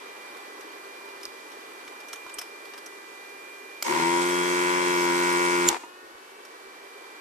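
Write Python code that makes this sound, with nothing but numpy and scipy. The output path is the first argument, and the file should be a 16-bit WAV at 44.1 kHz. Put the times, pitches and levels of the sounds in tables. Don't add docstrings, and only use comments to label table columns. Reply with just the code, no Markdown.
import sys
import numpy as np
from scipy import signal
from scipy.fft import rfft, irfft, next_fast_len
from scipy.io import wavfile

SR = 44100
rng = np.random.default_rng(int(sys.argv[2]) if len(sys.argv) > 2 else 0)


def master(y):
    cut = np.clip(np.atleast_2d(y).T, -1, 1)
    pcm = np.round(cut * 32767)
    wavfile.write(sys.argv[1], SR, pcm.astype(np.int16))


def to_linear_factor(level_db):
    exponent = np.asarray(level_db, float) / 20
    return 10 ** exponent


N = 317705
T_S = np.arange(N) / SR

# multiple, full_speed_db, slowed_db, left_minus_right_db
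FAN_WHINE = [(1, -3.5, -3.5, -1.5), (3, -25, 0, 14), (4, -6, 0, 12), (5, -5.5, -4.5, -14),
             (6, 3.5, -23, -5.5), (7, -10, -1, -1), (8, -16, -3.5, 1)]
# start_s, sixth_multiple_hz
FAN_HUNT = [
    (0.05, 2379),
    (0.57, 2376),
    (1.01, 2388),
    (1.49, 2376),
    (2.17, 2386),
    (2.89, 2376),
    (3.44, 2388),
    (3.8, 2385),
]
HUNT_DB_PER_HZ = {5: -0.3, 6: 0.34}
# freq_hz, half_width_hz, level_db
DEAD_SPOTS = [(1554, 26, -3.5), (1787, 31, -2), (1890, 23, -7), (2610, 18, -7), (2743, 24, -12)]
# freq_hz, level_db_per_hz
FAN_RUSH = [(60, -46), (120, -27), (200, -24.5), (300, -11.5), (385, -3.5), (460, -6.5), (540, -9),
            (680, -11.5), (1050, -6.5), (1400, -12), (1900, -11.5), (2600, -18.5), (4000, -18.5),
            (6500, -30.5)]
# freq_hz, level_db_per_hz
FAN_HISS = [(1760, -27.5), (3000, -21), (4490, -20), (5220, -6), (13900, -12), (14750, -10), (15000, -10)]
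# freq_hz, share
ALIKE = [(60, 0.6), (170, 0.48), (350, 1), (700, 0.89), (1100, 0.19), (2000, 0.059), (3500, 0.33),
         (8000, 0.038), (15000, 0.046)]
# start_s, level_db
JOLTS = [
    (1.27, -69),
    (1.55, -76),
    (2.13, -81),
    (2.39, -66),
    (4.3, -60),
    (5.69, -51),
    (6.05, -74),
    (6.15, -69),
    (6.681, -79),
]
# start_s, peak_db, ring_hz, dull_db
TOUCHES = [(0.368, -43, 3450, -39), (.607, -36.5, 5700, -35), (.72, -51, 3240, -46),
           (1.087, -47, 4960, -39), (1.21, -44, 3800, -38), (1.231, -37, 5160, -32),
           (1.253, -37, 5500, -33), (1.516, -43.5, 5300, -39), (1.606, -46, 4900, -40),
           (1.81, -53, 3200, -42), (1.8775, -45, 5000, -33.5), (2.002, -42, 5000, -38),
           (2.083, -39, 5800, -37), (2.1286, -27, 5600, -24.5), (2.133, -36, 9000, -34),
           (2.156, -39, 6070, -32), (2.2637, -54, 4950, -39), (2.293, -48, 3000, -33.5),
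           (2.3395, -29, 8500, -44), (2.384, -23.5, 5300, -25), (2.412, -31.5, 5000, -24.5),
           (2.652, -40, 4570, -32), (2.735, -45, 5100, -30.5), (2.777, -38.5, 4860, -32),
           (2.86, -34, 5670, -35), (4.288, -29, 3256, -33), (5.3, -31.5, 8800, -40),
           (5.325, -30, 8600, -36), (5.76, -48, 3090, -48), (6.178, -54, 3010, -38),
           (6.45, -38.5, 5300, -40)]
# start_s, peak_db, ring_hz, t60_s
TAPS = [(1.2317, -26, 5240, .02), (1.2535, -15.5, 4930, 0.013), (1.8134, -44, 3200, .012),
        (1.8778, -26.5, 2270, 0.016), (1.881, -33, 1150, 0.033), (2.1312, -23, 4350, 0.012),
        (2.265, -28.5, 1020, .04), (2.416, -33, 1110, 0.035), (2.3851, -21, 3100, .012),
        (5.698, -20, 835, 0.07), (5.722, -28, 860, .05), (5.743, -26.5, 2660, 0.027),
        (5.757, -26, 1980, 0.021), (5.762, -32, 2430, 0.059)]
# freq_hz, level_db, t60_s
PRESS_MODES = [(1400, -14, .02), (2300, -7, .012), (3200, -8, .02), (4600, -5, .008), (5200, -1, .009),
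               (5900, -12, .02), (7240, -3, .016), (9500, -14, .01), (11800, -9, .012), (13500, -14, .01)]
# start_s, pitch_hz, level_db
SQUEAK = [
    (5.671, 7050, -31),
    (5.682, 7150, -20),
    (5.688, 6900, -10.5),
    (5.696, 5070, -36),
]
# freq_hz, level_db, t60_s
SNAP_MODES = [(3740, 0.5, 0.042), (4400, 0.5, 0.0037), (5500, -8, 0.008), (6630, 3.5, 0.01),
              (7600, 1.5, 0.0066), (8600, -13, .006), (9800, -14, .006), (11670, -10.5, 0.0054),
              (14100, -6, .004)]
# start_s, rate_strokes_per_s, grip_db (lift of modes over 700 Hz)
PUMP_LOAD = [
    (4.15, 87.9, 1.0),
    (4.304, 88.6, -1),
    (4.662, 88.8, 2),
    (4.7, 89.4, 2.5),
    (4.948, 88.5, 2),
    (5.092, 87.4, 2),
    (5.158, 88.0, 2),
    (5.462, 88.3, 2),
    (5.66, 87.8, 1.0),
]
# freq_hz, width_hz, level_db, left_minus_right_db, left_late_ms
CASE_MODES = [(165, 26, -6.2, -1.2, .52), (256, 36, -7, -1.3, .37), (347, 26, 2.6, -.4, .33),
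              (525, 43, -17.5, 8, .37), (632, 37, -28, 8, .36), (793, 80, -19, 3, .46),
              (906, 181, -19.5, 20, 0), (957, 38, -7.5, 20, 0), (1032, 64, -9.5, 1.5, .33),
              (1181, 50, -12.5, 6, .2), (1409, 48, -6.5, 5, .41), (1482, 78, -17.5, -14, 0),
              (1680, 90, -21, 2, .38), (1925, 100, -12.5, -5.7, .38), (2081, 76, -11.5, 2.2, .38),
              (2296, 46, -6, 1, .31), (2418, 68, -21, 19.5, .35), (2655, 43, -15.5, 3, .33),
              (3065, 150, -27, -4, .45), (3290, 40, -15, -1, .31), (3910, 96, -34, -2, .32),
              (2250, 500, -27, 0, .35)]
# top_hz, late_ms
PANELS = [(200, 2.06), (450, 1.62), (700, 3.49), (1250, 2.43), (1800, 7.99), (2900, 3.65), (5000, 5.8)]
# top_hz, level_db
SLACK = [(200, -0.85), (300, -.45), (450, -0.0441), (700, 0.285), (930, .5), (1000, 0.17), (1100, 0.1),
         (1250, -0.1545), (1600, -0.2035), (1800, 0.16), (2200, 0), (2350, -0.22), (5000, -0.2838)]
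# freq_hz, level_db_per_hz
SUCTION = [(1470, 1.5), (2500, -3), (2870, -23.5), (3310, -11), (3950, -11), (5190, -10.5), (8910, -11.5),
           (11700, -27), (12300, -21.5), (14300, -23), (14600, -24), (14900, -24)]
# freq_hz, width_hz, level_db
WHISTLES = [(5300, 80, 0), (6200, 43, 3), (7800, 44, 0)]
# freq_hz, level_db, t60_s
LAST_STROKE = [(334, -7, 0.042), (790, -10, 0.044), (957, -5, 0.059), (1190, -12, 0.032), (1950, -12, .025),
               (2600, -14, .022)]

ON_S, OFF_S, STALL_S = 3.834, 5.688, 5.765
FAN_BLADES_PER_S, FAN_SAG_S = 397.3, 0.2


def rms_one(x):
    return x / np.sqrt(np.mean(x ** 2) + 1e-20)


def from_db(db):
    return np.exp(db * np.log(10) / 20)


def since(at_s):
    return np.maximum(T_S - at_s, 0)


def bump(at_s, width_s):
    return np.exp(-((T_S - at_s) / width_s) ** 2)


def in_time(rows):
    s, *columns = np.transpose(rows)
    return [np.interp(T_S, s, c) for c in columns]


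def at_hz(points, hz):
    points = np.array(points)
    return np.interp(np.log(hz), np.log(points[:, 0]), points[:, 1])


def drift(rate_hz):
    r = np.exp(-80 * np.pi * rate_hz / SR)
    white = rng.standard_normal(N // 40 + 4002)
    slow = signal.lfilter([1], [1, -2 * r, r * r], white)[4000:]
    return np.interp(np.arange(N) / 40, np.arange(len(slow)), rms_one(slow))


def butter(x, order, hz, kind):
    return signal.sosfilt(signal.butter(order, hz, kind, fs=SR, output="sos"), x)


def resonance(x, hz, width_hz):
    r = np.exp(-np.pi * width_hz / SR)
    poles = [1, -2 * r * np.cos(2 * np.pi * hz / SR), r * r]
    return signal.lfilter(np.array([1, 0, -1]) * (1 - r * r) / 2, poles, x + 1e-18)


def ports(x, pan_db, lag_ms=0.374):
    whole, part = divmod(max(lag_ms, 0) * SR / 1000, 1)
    late = (1 - part) * np.roll(x, int(whole)) + part * np.roll(x, int(whole) + 1)
    return np.array([late * to_linear_factor(pan_db / 2), x * to_linear_factor(-pan_db / 2)])


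def air(spectrum, patchy_db, pan_db):
    top_hz = 14700
    ends = np.log2(np.array(spectrum)[[0, -1], 0])
    edges = 2 ** np.arange(ends[0], ends[1] + 0.2, 1 / 3)
    white = rng.standard_normal((2, 3, N))
    out, together = 0, drift(27.0)
    for k, (low, high) in enumerate(zip(edges, edges[1:])):
        both, *own = butter(white[k % 2], 2, [low, high], "band")
        hz = np.sqrt(low * high)
        alike = np.clip(at_hz(ALIKE, hz), 0, 1)
        gain = from_db(at_hz(spectrum, hz) + patchy_db * (0.47 * together + drift(6.9)))
        out = out + gain * (np.sqrt(alike) * ports(both, 0) + np.sqrt(1 - alike) * np.array(own))
    out = signal.sosfilt(signal.cheby2(16, 45, top_hz, fs=SR, output="sos"), out)
    return rms_one(out) * to_linear_factor(np.array([[pan_db], [-pan_db]]) / 2)


def click(at_s, modes, chatter_s, crack_db, from_hz=250):
    out, t = np.zeros((2, N)), np.arange(4000) / SR
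    for delay_s, db in [(0, -3), (chatter_s, 0), (3.5 * chatter_s, -11)]:
        start = round((at_s + delay_s) * SR)
        hit = to_linear_factor(crack_db - 60 * t / 0.025) * np.diff(rng.standard_normal((2, len(t) + 1)))
        for hz, level_db, t60_s in modes:
            phase = 2 * np.pi * hz * t + rng.uniform(-0.69, 0.74, (2, 1))
            hit += to_linear_factor(level_db - 60 * t / t60_s) * np.sin(phase)
        out[:, start:start + len(t)] += to_linear_factor(db) * hit
    return butter(out + 1e-9 * np.cos(np.arange(N)), 3, from_hz, "high")


def fan_state():
    sag_per_s, regain_s = 61, 0.47
    load = -np.expm1(-since(ON_S) / FAN_SAG_S)
    running = load * np.clip(1 - since(OFF_S + 0.074) / 0.023, 0, 1)
    before = np.clip(1 - since(ON_S) / FAN_SAG_S, 0, 1)
    duck_db = -5.5 * (load - running) * np.exp(-since(STALL_S + 0.16) / 1.5)
    rush_db = -43.5 - 0.7 * T_S * before + 6 * running + duck_db
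    hiss_db = -56 + 1 * running + 0.73 * duck_db
    whine_db = -51.5 + 0.4 * (T_S - 1.9) * before + 3 * running + 0.55 * duck_db
    blades_per_s = FAN_BLADES_PER_S - sag_per_s * load * np.exp(-since(OFF_S) / regain_s)
    return blades_per_s, rush_db, hiss_db, whine_db


def dead_spot_db(hz):
    loss_db = 0
    for at, half_width_hz, db in DEAD_SPOTS:
        if hz.min() < at < hz.max():
            loss_db = loss_db + db * np.clip(2 - abs(hz - at) / half_width_hz, 0, 1)
    return loss_db


def fan():
    blades_per_s, rush_db, hiss_db, whine_db = fan_state()
    flutter_db = 1.1
    slowed = (397 - blades_per_s) / 50
    idle = np.clip(1 - since(ON_S) / FAN_SAG_S, 0, 1)
    hunt_hz = (in_time(FAN_HUNT)[0] - 6 * FAN_BLADES_PER_S) * idle
    phase = 2 * np.pi * np.cumsum((blades_per_s + hunt_hz / 6) * (1 + 0.0005 * drift(7.9))) / SR
    whine = 0
    for k, db, slow_db, pan_db in FAN_WHINE:
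        level_db = db + dead_spot_db(k * blades_per_s) + slowed * (slow_db - db)
        level_db = level_db + HUNT_DB_PER_HZ.get(k, 0) * hunt_hz + flutter_db * drift(4.4)
        whine = whine + ports(from_db(level_db) * np.sin(k * phase + k * k), pan_db)
    rush = butter(to_linear_factor(rush_db) * air(FAN_RUSH, patchy_db=0.6, pan_db=-0.5), 3, 170, "high")
    hiss = to_linear_factor(hiss_db) * air(FAN_HISS, patchy_db=0.5, pan_db=0.2)
    return to_linear_factor(whine_db) * whine + rush + hiss


def bench(shaken):
    low = butter(rng.standard_normal((2, N)), 2, [10, 100], "band")
    jolts = sum(to_linear_factor(db) * bump(s, 0.028) for s, db in JOLTS)
    lumps = to_linear_factor(3.5 * drift(9))
    return rms_one(low) * (lumps * (to_linear_factor(-89) + to_linear_factor(-56) * shaken) + jolts)


def touches():
    out, t = np.zeros((2, N)), np.arange(3000) / SR
    for s, db, hz, dull_db in TOUCHES:
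        length_s = 0.012 + 0.0004 * (dull_db + 40)
        shape = (1 - np.exp(-t / 0.003)) ** 2 * np.exp(-2.5 * t / length_s)
        grit = rng.standard_normal((3, len(t))) * to_linear_factor(5.8 * rng.standard_normal(len(t))) * shape
        grit = grit[0] + 1.1 * grit[1:]
        ring = resonance(resonance(grit, hz, 0.24 * hz), hz, 0.24 * hz)
        scratch = 0.5 * min(to_linear_factor(1.3 * (dull_db - db)), 1) * resonance(grit, 6000, 11000)
        bright = ring + scratch
        dull = resonance(resonance(grit, 1020, 1250), 1000, 2500)
        dull = dull + 0.61 * resonance(resonance(grit, 2200, 2800), 2200, 6000)
        burst = to_linear_factor(db + 3.5) * bright / np.abs(bright).max() + to_linear_factor(dull_db) * dull / np.abs(dull).max()
        start = round((s - 0.001) * SR)
        out[:, start:start + len(t)] += burst
    return out


def taps():
    out, t = np.zeros((2, N)), np.arange(2000) / SR
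    for s, db, hz, t60_s in TAPS:
        ring = sum(g * np.sin(2 * np.pi * m * hz * t) for m, g in [(1, 1), (1.27, 0.4), (2.1, 0.2)])
        crack = 0.1 * min(hz / 3000, 1) * np.diff(rng.standard_normal((2, len(t) + 1)))
        hit = ports(0.47 * ring, -1.0, lag_ms=0.043) + crack
        start = round(s * SR)
        out[:, start:start + len(t)] += to_linear_factor(db - 60 * t / t60_s) * np.minimum(t / 0.00019, 1) * hit
    return out


def trigger():
    press = to_linear_factor(-19.5) * click(3.8249, PRESS_MODES, chatter_s=0.0014, crack_db=-5)
    hz, squeak_db = in_time(SQUEAK)
    sliding = (T_S > SQUEAK[0][0]) & (T_S < SQUEAK[-1][0])
    level = sliding * to_linear_factor(squeak_db + 1.3 * drift(300))
    squeak = level * np.sin(2 * np.pi * np.cumsum(hz * (1 + 0.0131 * drift(300))) / SR)
    snap = to_linear_factor(-9.5) * click(5.688, SNAP_MODES, chatter_s=0.0007, crack_db=-14, from_hz=3300)
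    snap = snap * to_linear_factor(np.array([[-1.3], [1.3]]))
    return press + snap, ports(squeak, -4.0, lag_ms=0.023)


def attack_rise_db(attack_s):
    return 20 * np.log10(1e-4 - np.expm1(-since(ON_S) / attack_s))


def motor():
    spin_up_gap_per_s, spin_up_s, coast_per_s2, creep_per_s = 38.5, 0.078, 640, 8
    working, grip_db = in_time(PUMP_LOAD)
    per_s = working - spin_up_gap_per_s * np.exp(-since(ON_S) / spin_up_s) - coast_per_s2 * since(OFF_S)
    per_s = np.maximum(per_s, creep_per_s)
    case_db = -16.5 + 2 * attack_rise_db(0.024) - 196 * since(OFF_S)
    case_db = case_db - np.minimum(500 * since(STALL_S), 18)
    puff_db = 6 * bump(OFF_S, 0.013)
    hiss_db = -31.5 + attack_rise_db(0.0073) + puff_db - 150 * since(OFF_S)
    loose = 0.5 * np.clip((86.5 - per_s) / 3, 0, 1) * np.where(since(OFF_S) > 0, 0.75, 1)
    catch_db = 5 * bump(4.03, 0.055)
    return per_s, case_db, hiss_db, 0.12 + loose, grip_db, catch_db, np.minimum(working - per_s, 30)


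def pump():
    per_s, case_db, hiss_db, rattle, grip_db, catch_db, slow_per_s = motor()
    facing = "-----++--++-+--+--+-+-"
    heard_span = slice(round(3.8 * SR), round(6.1 * SR))

    turns = np.cumsum(per_s * (1 + 0.0007 * drift(12))) / SR
    at = np.interp(np.arange(1, int(turns[-1])), turns, np.arange(N))
    force = to_linear_factor(0.089 * rng.standard_normal(len(at)))
    knocks = np.zeros(N + 1)
    np.add.at(knocks, at.astype(int), force * (1 - at % 1))
    np.add.at(knocks, at.astype(int) + 1, force * (at % 1))
    knocks = knocks[:N] * np.sqrt(SR / per_s)

    flap = rng.standard_normal((3, N)) * (0.75 + np.exp(-3.0 * (turns % 1)))
    flap = flap * np.clip(rattle, 0, 2) * 0.91
    flap = 0.3 * flap + signal.lfilter([0.12], [1, -0.85], flap)
    drive = (knocks + flap[0])[heard_span]
    scattered = 0.85 * flap[1:, heard_span]

    settle_db = 3.5 * (T_S - 5.05)
    late_db = -6 * np.exp(-(since(ON_S) / 0.033) ** 4)
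    sing_db = 5.5 * bump(4.35, 0.16)
    case = np.zeros((2, N))
    for k, (hz, width_hz, db, pan_db, lag_ms) in enumerate(CASE_MODES):
        slack_db = next(change_db for top_hz, change_db in SLACK if hz < top_hz)
        late_ms = next(ms for top_hz, ms in PANELS if hz < top_hz)
        wander_db = slack_db * slow_per_s + 0.5 * drift(4)
        if hz > 700:
            wander_db += grip_db + 1.2 * drift(4)
        for low_hz, high_hz, lift_db in [(700, 930, settle_db), (3200, 3400, sing_db),
                                         (700, 1000, catch_db), (300, 450, late_db)]:
            if low_hz < hz < high_hz:
                wander_db += lift_db
        sign = 1 if facing[k] == "+" else -1
        knocked = sign * resonance(np.roll(drive, round(late_ms * SR / 1000)), hz, width_hz)
        heard = ports(knocked, pan_db, lag_ms) + resonance(scattered, hz, width_hz)
        case[:, heard_span] += from_db(db + wander_db[heard_span]) * heard
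    case = butter(case + 1e-9 * flap[:2], 6, 135, "high")
    case = butter(case, 3, 4200, "low")
    steady = case[:, int(4.3 * SR):int(5.6 * SR)]
    case = case * to_linear_factor(case_db - 7.0) / np.sqrt(np.mean(steady ** 2))
    case = case + to_linear_factor(-32) * click(5.835, LAST_STROKE, chatter_s=0.0033, crack_db=-36)

    breathing = to_linear_factor(1.85 * np.cos(2 * np.pi * (turns - 0.28)))
    hiss = to_linear_factor(hiss_db) * breathing * air(SUCTION, patchy_db=1.0, pan_db=-3.5)
    hiss = butter(hiss, 4, 2600, "high")
    hiss = hiss + sum(to_linear_factor(db) * resonance(hiss, hz, width_hz) for hz, width_hz, db in WHISTLES)
    return case, hiss, to_linear_factor(case_db)


def room(x):
    t60_s, wall_cut_hz = 0.51, 14000
    size = next_fast_len(N + SR)
    w = 2 * np.pi * np.fft.rfftfreq(size)
    dull = 1 / (1 + (w * SR / (2 * np.pi * wall_cut_hz)) ** 2) ** 0.035
    lags = (rng.uniform(0.004, 0.03, (2, 12)) * SR).astype(int)
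    tails = np.zeros((2, len(w)), complex)
    for side in range(2):
        for k, d in enumerate(lags[side]):
            loop = to_linear_factor(-60 * d / SR / t60_s) * dull * np.exp(-1j * w * d)
            tails[side] += loop / (1 - loop) * (-1) ** k
    return irfft(rfft(x.mean(axis=0), size) * tails, size)[:, :N]


def top_dropouts(x):
    over_db, from_hz, full_hz, full_share = -32, 9900, 12000, 0.45
    hz, _, z = signal.stft(x, SR, nperseg=2048, noverlap=1536)
    loud = np.sum(np.abs(z) ** 2, axis=(0, 1)) > to_linear_factor(2 * over_db)
    draw = rng.random((len(hz) // 9 + 1, len(loud) // 6 + 1))
    draw = np.kron(draw, np.ones((9, 6)))[:len(hz), :len(loud)]
    share = full_share * np.clip((hz - from_hz) / (full_hz - from_hz), 0, 1)[:, None]
    dropped = (draw < share) & loud
    gain = np.where(dropped, 0.003, 1 / np.sqrt(1 - share * loud))
    return signal.istft(z * gain, SR, nperseg=2048, noverlap=1536)[1][:, :N]


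def scene():
    case, suction, shaken = pump()
    clicks, squeak = trigger()
    contacts = touches() + taps()
    sends = to_linear_factor(-30) * case + to_linear_factor(-29) * contacts + to_linear_factor(-35) * clicks + to_linear_factor(-38) * squeak
    return case + suction + contacts + clicks + squeak + room(sends) + fan() + bench(shaken)


def band_limit(x):
    return signal.sosfilt(signal.butter(12, 15570, fs=SR, output="sos"), x)


def record(dry):
    rounded = np.tanh(dry)
    top_cut = signal.cheby2(10, 60, 15600, fs=SR, output="sos")
    mix = signal.sosfilt(top_cut, top_dropouts(rounded))
    return band_limit(mix)


dry = scene()
out = record(dry)
master(out)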